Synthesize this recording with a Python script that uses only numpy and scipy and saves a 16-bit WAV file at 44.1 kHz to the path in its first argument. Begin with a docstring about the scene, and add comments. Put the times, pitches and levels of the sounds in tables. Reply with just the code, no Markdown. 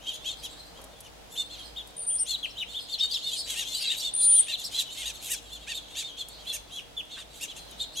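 """A quiet yard with a wooden fence; a covey of quail feeds on gravel some metres from the microphone.
Each bird's syrinx buzzes through its throat in reedy arched pips and rough rasps, or sings nearly pure
peeps, falling chips and two thin high whistles. Beaks click on grit.
Soft puffs of noise are heard as faint low clucks or rustles, and as blurred distant calls.
The fence throws the calls back; more birds mutter further off, over distant traffic and machine hum."""
import sys
import numpy as np
from scipy import signal
from scipy.fft import rfft, irfft, next_fast_len
from scipy.io import wavfile

SR = 44100
rng = np.random.default_rng(int(sys.argv[2]) if len(sys.argv) > 2 else 0)


def materialize(psi):
    """Save the field psi as 16-bit PCM at rate SR to the path in sys.argv[1].

    A 1-D psi becomes a single channel; in a 2-D psi each row is a channel.
    """
    bounded = np.clip(np.atleast_2d(psi).T, -1, 1)
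    quanta = np.round(bounded * 32767).astype(np.int16)
    wavfile.write(sys.argv[1], SR, quanta)


N = 352800
EDGE_HZ = 15900  # top of the microphone's range


def gain_of(db):
    """Decibels to gain."""
    return 10 ** (np.asarray(db) / 20)


def unit_rms(x):
    """Scales to rms 1."""
    return x / np.sqrt(np.mean(x ** 2) + 1e-20)


def curve_at(points, hz):
    """Interpolates (Hz, value) points on a log-frequency axis."""
    f, value = np.transpose(points)
    return np.interp(np.log(hz + 1), np.log(f), value)


def add(mix, s, sound, left_db=0):
    """Adds a sound to the mix at s seconds, louder on the left by left_db."""
    part = mix[:, max(round(s * SR), 0):][:, :sound.shape[-1]]
    part += gain_of([[left_db / 2], [-left_db / 2]]) * sound[..., :part.shape[1]]


def filtered(x, response):
    """Filters x by a response given as a function of frequency."""
    size = next_fast_len(x.shape[-1])
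    return irfft(rfft(x, size) * response(np.fft.rfftfreq(size, 1 / SR)), size)[..., :x.shape[-1]]


def resonate(x, hz, width_hz):
    """Passes x twice through a resonance of peak gain 1."""
    return filtered(x, lambda f: 1 / (1 + 2j * (f - hz) / width_hz) ** 2)


def waver(count, rate_hz):
    """A smooth random curve of rms 1."""
    return unit_rms(filtered(rng.standard_normal(count), lambda f: np.exp(-(f / rate_hz) ** 2)))


# Traffic far beyond the yard. Each row: frequency in Hz, relative spectral density in dB.
TRAFFIC_SPECTRUM = [(15, -29), (25, -4), (55, -3.5), (78, -8.5), (150, -5), (305, -9), (389, -9.5),
                    (469, -7.5), (730, -5.5), (1150, -13.5), (2060, -16.5), (3340, -15), (4870, -18.5),
                    (11500, -27), (15500, -31)]


def traffic(body_db=-53.5):
    """A low wash that barely swells, unrelated left and right; body_db is its level at 100-1500 Hz."""
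    wash = filtered(rng.standard_normal((2, N)), lambda f: gain_of(curve_at(TRAFFIC_SPECTRUM, f)))
    body = filtered(wash, lambda f: (f > 100) & (f < 1500)).std()
    return wash / body * gain_of(body_db + .8 * waver(N, 2.5))


# Machines out in the neighbourhood. Each row: frequency in Hz, resonance half-width in Hz, level in dB.
MACHINE_HUMS = [(53.9, 2.5, -60), (99, 2.7, -72), (297.1, 8.6, -69), (471.6, 5.8, -67.5),
                (614.4, 10.4, -69.5)]


def machines():
    """Narrow bands of noise make a wavering hum, the same on both sides."""
    return sum(gain_of(db) * unit_rms(resonate(rng.standard_normal(N), hz, 2 * half_width))
               for hz, half_width, db in MACHINE_HUMS)


# The rest of the covey, further from the microphone. Each row: time in seconds, level in dB.
MUTTER_LEVELS = [(0, -48), (.6, -51), (1.05, -63), (1.2, -76), (1.6, -47), (1.9, -58.5), (3.2, -41),
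                 (4.799, -45.5), (5.5, -53.5), (6.4, -50.5), (6.9, -68), (7.7, -48)]


def mutter(count=90):
    """Soft scattered pips, with nearly as much echo as direct sound."""
    far = np.zeros((2, N))
    for k, (when, tone, side) in enumerate(rng.random((count, 3))):
        call = pip(.081, 2950 + 1400 * tone, db=-36.5, beak_db=-10.5)
        add(far, (k + when - 1) * N / SR / count, call, left_db=10 * (side - .5))
    level = gain_of(np.interp(np.arange(N) / SR, *np.transpose(MUTTER_LEVELS)))
    return level * unit_rms(1.17 * far + echoes(far))


def syllable(length, pitches, jitter, swell, flatness):
    """Phase and level of one push of air: the pitch bends through three points as it swells and fades."""
    u = np.linspace(-1, 1, round(length * SR))
    start, middle, end = pitches
    arch = middle + (np.where(u < 0, start, end) - middle) * abs(u) ** flatness
    wander = .012 * waver(len(u), 40)  # no two notes bend alike
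    hz = arch * (1 + wander + jitter * waver(len(u), 200))
    shimmer = unit_rms(gain_of(2.1 * waver(len(u), 150)))  # the membranes flutter
    return 2 * np.pi * np.cumsum(hz) / SR, shimmer * abs(np.cos(np.pi * u / 2)) ** swell


def flicker(harmonics, count, depth_db=3):
    """Slow random gain for each harmonic, a few turns in a note."""
    turns = np.cos(np.outer(np.arange(4), np.linspace(0, np.pi, count)))
    return gain_of(depth_db * rng.standard_normal((harmonics, 4)) @ turns / np.sqrt(2))


def voice(length, pitches, lower, upper, beak_db, leak, top_db, follow, ripple_db, crescendo_db):
    """The syrinx buzzes through a throat that stretches with the pitch; an open beak lets out the treble.
    The throat's resonances, lower and upper, are each (centre Hz, width Hz)."""
    phase, level = syllable(length, pitches, jitter=.009, swell=.9, flatness=2.2)
    level *= gain_of(-crescendo_db * np.linspace(1, 0, len(level)) ** 3)
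    hz = np.gradient(phase) * SR / (2 * np.pi)
    beak = gain_of(beak_db)
    modes = [(*lower, 1), (*upper, beak), (11000, 4800, gain_of(top_db) * beak ** 2)]

    def throat(f, valley_power=1.585e-4):
        """Gain at f; the windpipe favours multiples of its lowest resonance."""
        pipe = gain_of(ripple_db * (np.cos(2 * np.pi * f / lower[0]) - 1.5))
        power = sum(gain ** 2 / (1 + 2 * ((f - centre) / width) ** 2) ** 3 for centre, width, gain in modes)
        return pipe * np.sqrt(valley_power + power) / (1 + (1500 / (f + 1)) ** 6)

    orders = np.arange(1, int(EDGE_HZ / pitches[1]))[:, None]
    strength = flicker(len(orders), len(hz)) * throat(orders * hz * (pitches[1] / hz) ** follow)
    buzz = (strength * np.cos(orders * phase + rng.uniform(0, 2 * np.pi, orders.shape))).sum(0)
    breath = (1 + 3.1 * np.cos(phase)) * rng.standard_normal(len(hz))  # air leaks once a cycle
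    hiss = unit_rms(filtered(breath, throat)) * buzz.std()
    return level * (np.sqrt(1 - leak) * buzz + np.sqrt(leak) * hiss)


def pip(length, tone_hz, db, beak_db, usual_buzz_hz=677.5, usual_db=-36.5):
    """A clear arched note: a narrow throat picks out one strong harmonic and its neighbours."""
    hz = tone_hz / np.round(tone_hz / usual_buzz_hz)  # one harmonic sits on the tone
    end = .82 + .018 * (db - usual_db)  # pushed harder, the pitch sags less
    upper_hz = 1.912 * tone_hz + 200 * rng.standard_normal()  # near the octave
    note = voice(length, (.7 * hz, hz, end * hz), lower=(1.0505 * tone_hz, 870), upper=(upper_hz, 2800),
                 beak_db=beak_db, leak=.02, top_db=1.5, follow=.95, ripple_db=4, crescendo_db=9.5)
    return gain_of(db + 6) * note


# Contact calls, some metres from the microphone. Each row: start in seconds, length in seconds,
# tone in Hz, relative level in dB, beak opening as treble gain in dB.
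CONTACT_CALLS = [(.05, 0.08, 3256, -37.5, -12.5), (.11, 0.064, 3420, -41.5, -9),
                 (0.236, 0.076, 3290, -34, -12.5), (0.269, 0.08, 3650, -37, -15),
                 (0.415, .062, 3260, -38.5, -8.5), (1.017, 0.075, 3070, -54, -9),
                 (1.291, 0.1, 3580, -50.5, -4.5), (1.351, .085, 3623, -31.5, -12.5),
                 (1.486, .08, 3550, -39.5, -17), (2.248, .1, 3530, -34, -10.5),
                 (2.863, .1, 3644, -41.5, -11.5), (2.976, 0.094, 3713, -26, -20),
                 (3.075, 0.096, 3480, -38.5, -10), (3.209, .11, 3663, -31.5, -13.5),
                 (3.297, 0.085, 3230, -35.5, -10), (3.356, 0.076, 4433, -33, -12.5),
                 (3.634, 0.13, 3595, -35, -10), (3.714, 0.087, 3944, -33, -9.5),
                 (3.769, 0.083, 4730, -38.5, -8.5), (3.827, 0.079, 3970, -31, -19),
                 (3.943, 0.1, 3945, -37.5, -6.5), (4.004, 0.097, 3610, -31.5, -13.5),
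                 (4.189, 0.082, 4030, -36, -8.5), (4.33, 0.075, 3405, -40, -8.5),
                 (4.567, .07, 3520, -39.5, -8), (4.62, .07, 4130, -37.5, -8.5),
                 (4.722, 0.083, 3440, -30.5, -17), (4.88, 0.11, 3765, -41.5, -10),
                 (5.11, .08, 3560, -48, -7.5), (5.333, 0.067, 3450, -39, -14),
                 (5.489, 0.097, 3523, -40.5, -11.5), (5.725, 0.072, 3730, -37, -10.5),
                 (6.003, .11, 3620, -40, -19), (6.161, 0.074, 3560, -36, -13.5),
                 (6.447, .094, 3506, -36, -30), (6.692, 0.13, 3366, -43.5, -9.5),
                 (7.092, 0.091, 3590, -42, -14.5), (7.466, 0.069, 3336, -42, -15.5),
                 (7.786, 0.063, 3730, -35, -14.5), (7.945, 0.081, 3350, -35.5, -9)]


def pips():
    """The near birds trade soft, reedy pips."""
    for s, *row in CONTACT_CALLS:
        yield s, pip(*row)


# Faint, blurred sounds around the yard. 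Each row: start in seconds, length in seconds, centre in Hz,
# level at the middle in dB.
NOISE_PUFFS = [(0.436, 0.36, 1470, -63), (0.598, 0.46, 680, -55.5), (1.52, 0.15, 4070, -49),
               (3.037, 0.025, 1490, -49), (6.301, .15, 4230, -48), (7.156, 0.065, 1570, -48.5)]


def puffs():
    """Soft puffs of noise: faint low clucks or rustles, and blurred distant calls."""
    for s, length, hz, db in NOISE_PUFFS:
        count = round(length * SR)
        noise = resonate(rng.standard_normal(count), hz, width_hz=900) * gain_of(3.7 * waver(count, 35))
        yield s, gain_of(db) * unit_rms(noise) * np.hanning(count)


def grit_click(peak_db, decay_s=.005):
    """A few grains of grit click together."""
    t = np.arange(SR // 20) / SR
    grit = resonate(rng.standard_normal(len(t)) * np.exp(-t / decay_s), hz=9500, width_hz=5000)
    return gain_of(peak_db) * grit / abs(grit).max()


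def scratching(count=40, peak_db=-53, spread_db=4):
    """Small pecks and steps shift the gravel at random moments."""
    gravel = np.zeros((2, N))
    for s, size in zip(rng.uniform(0, N / SR, count), rng.standard_normal(count)):
        add(gravel, s, grit_click(peak_db + spread_db * size))
    return gravel


# Sharper pecks on the gravel by the fence. Each row: start in seconds, relative level in dB.
BEAK_STRIKES = [(.815, -61.5), (.841, -57.5), (1.005, -54.5), (1.873, -60), (2.786, -68), (6.285, -53.5),
                (7.7114, -57)]


def pecks():
    """A beak strikes the grit, and the boards faintly return the click."""
    strikes = np.zeros((2, N))
    for s, db in BEAK_STRIKES:
        add(strikes, s, fence(grit_click(db + 19.5), reflection_db=-25))
    return strikes


def pure_note(length, hz, db, start_ratio, end_ratio):
    """A glide with faint overtones; the other side of the syrinx joins in lower and roughens its end."""
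    pitches = (start_ratio * hz, hz, end_ratio * hz)
    phase, level = syllable(length, pitches, jitter=.01, swell=.53, flatness=1.54)
    tone = sum(gain_of(harmonic_db) * np.sin(k * phase)
               for k, harmonic_db in enumerate((0, -24, -28, -30), 1) if k * hz < SR / 2)
    twin = gain_of(-10) * np.linspace(0, 1, len(phase)) * np.sin(.88 * phase)
    return gain_of(db + 9) * level * (tone + twin)


# Peeps and squeaks among the near birds. Each row: start in seconds, length in seconds,
# top pitch in Hz, relative level in dB.
PEEP_NOTES = [(1.761, .034, 3740, -41.5), (1.783, .04, 3460, -46.5), (2.096, 0.038, 3350, -53.5),
              (2.179, 0.036, 5700, -50), (2.497, 0.023, 5600, -56), (2.57, .05, 3906, -41.5),
              (2.739, .062, 3590, -39.5), (3.137, 0.025, 5630, -42), (3.995, 0.023, 5870, -43),
              (4.641, 0.0166, 5500, -37.5)]


def peeps():
    """Short, nearly pure notes that rise and fall."""
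    for s, *row in PEEP_NOTES:
        yield s, pure_note(*row, start_ratio=.78, end_ratio=.86)


def whistle(contour, stutter_hz=80, settle_s=.051, bend_hz=130, flutter=.092):
    """A thin tone that stutters as it starts, steadies, and collapses as the air runs out."""
    collapse = np.add(contour[-1], (.0077, -1060, -10.5))  # later, lower, softer
    s, hz, db = np.vstack([contour, collapse]).T
    t = np.arange(0, s[-1] - s[0], 1 / SR)
    unsteady = np.exp(-(t / settle_s) ** 2)
    beat = 2 * np.pi * stutter_hz * t
    hz = np.interp(t + s[0], s, hz) - bend_hz * unsteady * np.sin(beat) + 20 * waver(len(t), 120)
    stutter = 1 - unsteady * np.cos(beat / 2) ** 2
    level = gain_of(np.interp(t + s[0], s, db)) * stutter * (1 + flutter * waver(len(t), 160))
    tone = np.sqrt(2) * np.sin(2 * np.pi * np.cumsum(hz) / SR)
    return s[0], level * signal.windows.tukey(len(t), .015) * tone


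# A bird a little left of the microphone, one list for each whistle.
# Each row: time in seconds, pitch in Hz, relative level in dB.
WHISTLE_CONTOURS = [
    [(1.963, 8900, -41.5), (1.995, 9330, -32), (2.051, 8900, -39), (2.061, 8800, -53), (2.071, 9130, -29.5),
     (2.093, 9120, -27), (2.125, 9220, -30), (2.151, 8870, -28.5), (2.165, 9190, -29), (2.191, 9130, -36.5),
     (2.199, 8850, -26), (2.232, 8880, -26.5)],
    [(4.134, 9000, -30), (4.152, 9068, -24), (4.178, 9260, -27), (4.246, 9260, -21), (4.356, 9255, -17.5),
     (4.37, 9180, -21.5), (4.396, 9060, -15), (4.409, 8900, -19.5)],
]


def whistles(lag_s=1.25e-5):
    """Two high whistles that reach the right side later and softer."""
    both = np.zeros((2, N))
    for contour in WHISTLE_CONTOURS:
        s, tone = whistle(contour)
        left, right = fence(tone, reflection_db=-22)
        right = filtered(right, lambda f: np.exp(-2j * np.pi * f * lag_s))
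        add(both, s, np.array([left, right]), left_db=2)
    return both


# Chips among the near birds. Each row: start in seconds, length in seconds, middle pitch in Hz,
# relative level in dB.
CHIP_NOTES = [(2.323, 0.041, 4045, -35.5), (2.429, 0.033, 3180, -34.5), (2.608, 0.03, 2956, -37),
              (2.925, 0.034, 4330, -36.5), (2.986, 0.026, 5330, -43), (3.11, 0.035, 4580, -37.5),
              (3.14, 0.037, 3720, -35.5), (4.522, .038, 3910, -35.5), (4.78, 0.034, 3920, -33.5),
              (6.765, 0.036, 3290, -43.5), (6.966, 0.051, 3410, -39.5)]


def chips():
    """Short, nearly pure notes that fall all the way."""
    for s, *row in CHIP_NOTES:
        yield s, pure_note(*row, start_ratio=1.08, end_ratio=.72)


def rasp(length, db, beak_db, rough, hz):
    """A pressed, bright, arched note: the rougher it is, the tighter and higher the throat."""
    throat_hz = 2867 + 750 * rough
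    note = voice(length, (.64 * hz, hz, .73 * hz), lower=(throat_hz, 1390), upper=(7270, 3170),
                 beak_db=beak_db, leak=.35 * rough, top_db=-1.5, follow=.93, ripple_db=.5, crescendo_db=6.5)
    return gain_of(db + 6.5) * note


# Squabbles by the fence. Each row: start in seconds, length in seconds, relative level in dB,
# beak opening as treble gain in dB, roughness from 0 to 1, relative level of the grumble in dB.
SQUABBLE_CALLS = [(3.539, .11, -38, -6.5, 0.64, -42.5), (3.869, .095, -36.5, -12.5, 0.65, -43.5),
                  (4.461, 0.082, -37, -13, 0.65, -52.5), (4.777, 0.055, -35.5, -5, 1, -49.5),
                  (5.027, 0.095, -37.5, -8, 0.89, -44.5), (5.284, 0.072, -39, -2, 0.33, -50.5),
                  (5.663, .08, -38, -11.5, 0.54, -61), (5.942, 0.093, -37, -9, 0.8, -59),
                  (6.516, .058, -42, -2.5, 0.22, -59), (7.15, 0.086, -44.5, -13, 0.66, -58),
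                  (7.397, 0.066, -42, -4.5, 0.34, -59), (7.55, 0.049, -51, -4.5, 0.35, -72)]


def squabbles(lead_s=.085, grumble_s=.11):
    """A softer, lower grumble leads into each rasp."""
    for s, length, db, beak_db, rough, grumble_db in SQUABBLE_CALLS:
        yield s - lead_s, rasp(grumble_s, grumble_db, beak_db, rough=.72, hz=550)
        yield s, rasp(length, db, beak_db, rough, hz=939)


def fence(x, reflection_db, count=10, first_s=.001016, spread_s=.02):
    """The direct sound and early reflections from boards and ground, different for each spot and side."""
    taps = np.zeros((2, SR // 20))
    delays = (SR * (first_s + spread_s * rng.random((2, count)) ** 2)).astype(int)
    gains = gain_of(reflection_db) * rng.choice([-1, 1], delays.shape) / np.sqrt(count)
    np.put_along_axis(taps, delays, gains, 1)
    taps[:, 0] = 1
    return signal.fftconvolve(x[None], taps, axes=1)


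# The yard around the microphone. Each row: frequency in Hz, time to die by 60 dB in seconds.
YARD_DECAY = [(1500, 0.22), (3600, 0.63), (7000, 0.3), (14000, 0.23)]


def echoes(x, rise_s=.0093):
    """The diffuse tail of the yard: sparse reflections, each band dying at its own speed."""
    taps = rng.standard_normal((2, SR)) * (rng.random((2, SR)) < .06)
    hz, t, bands = signal.stft(taps, SR, nperseg=256)
    decay = gain_of(-60 * t / curve_at(YARD_DECAY, hz)[:, None])
    tail = signal.istft(bands * decay * np.minimum(t / rise_s, 1), SR, nperseg=256)[1]
    return signal.fftconvolve(x, tail / np.linalg.norm(tail[0]), axes=1)[:, :N]


# Where the calling birds stand before the microphone. Each row: time in seconds, left over right in dB.
COVEY_BALANCE = [(0, 0.5), (2.5, 2.5), (7.1, -1), (7.8, 0.5)]


def covey():
    """The near birds' calls and the soft puffs, each thrown back by the fence."""
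    calls = np.zeros((2, N))
    for source in (pips, squabbles, chips, peeps, puffs):
        for s, sound in source():
            left_db = np.interp(s, *np.transpose(COVEY_BALANCE))
            add(calls, s, fence(sound, reflection_db=-6), left_db)
    return calls


def scene():
    """The covey with its echoes, plus far birds, gravel and the neighbourhood."""
    calls = covey()
    thin = whistles() + pecks()
    birds = calls + gain_of(-14.5) * echoes(calls) + gain_of(1) * thin + gain_of(-13) * echoes(thin)
    return birds + mutter() + scratching() + traffic() + machines()


def record(dry):
    """The microphone's band limit cuts the highest treble."""
    lowpass = signal.firwin(511, EDGE_HZ, window=("kaiser", 9), fs=SR)
    return signal.oaconvolve(dry, lowpass[None], "same")


dry = scene()
out = record(dry)
materialize(out)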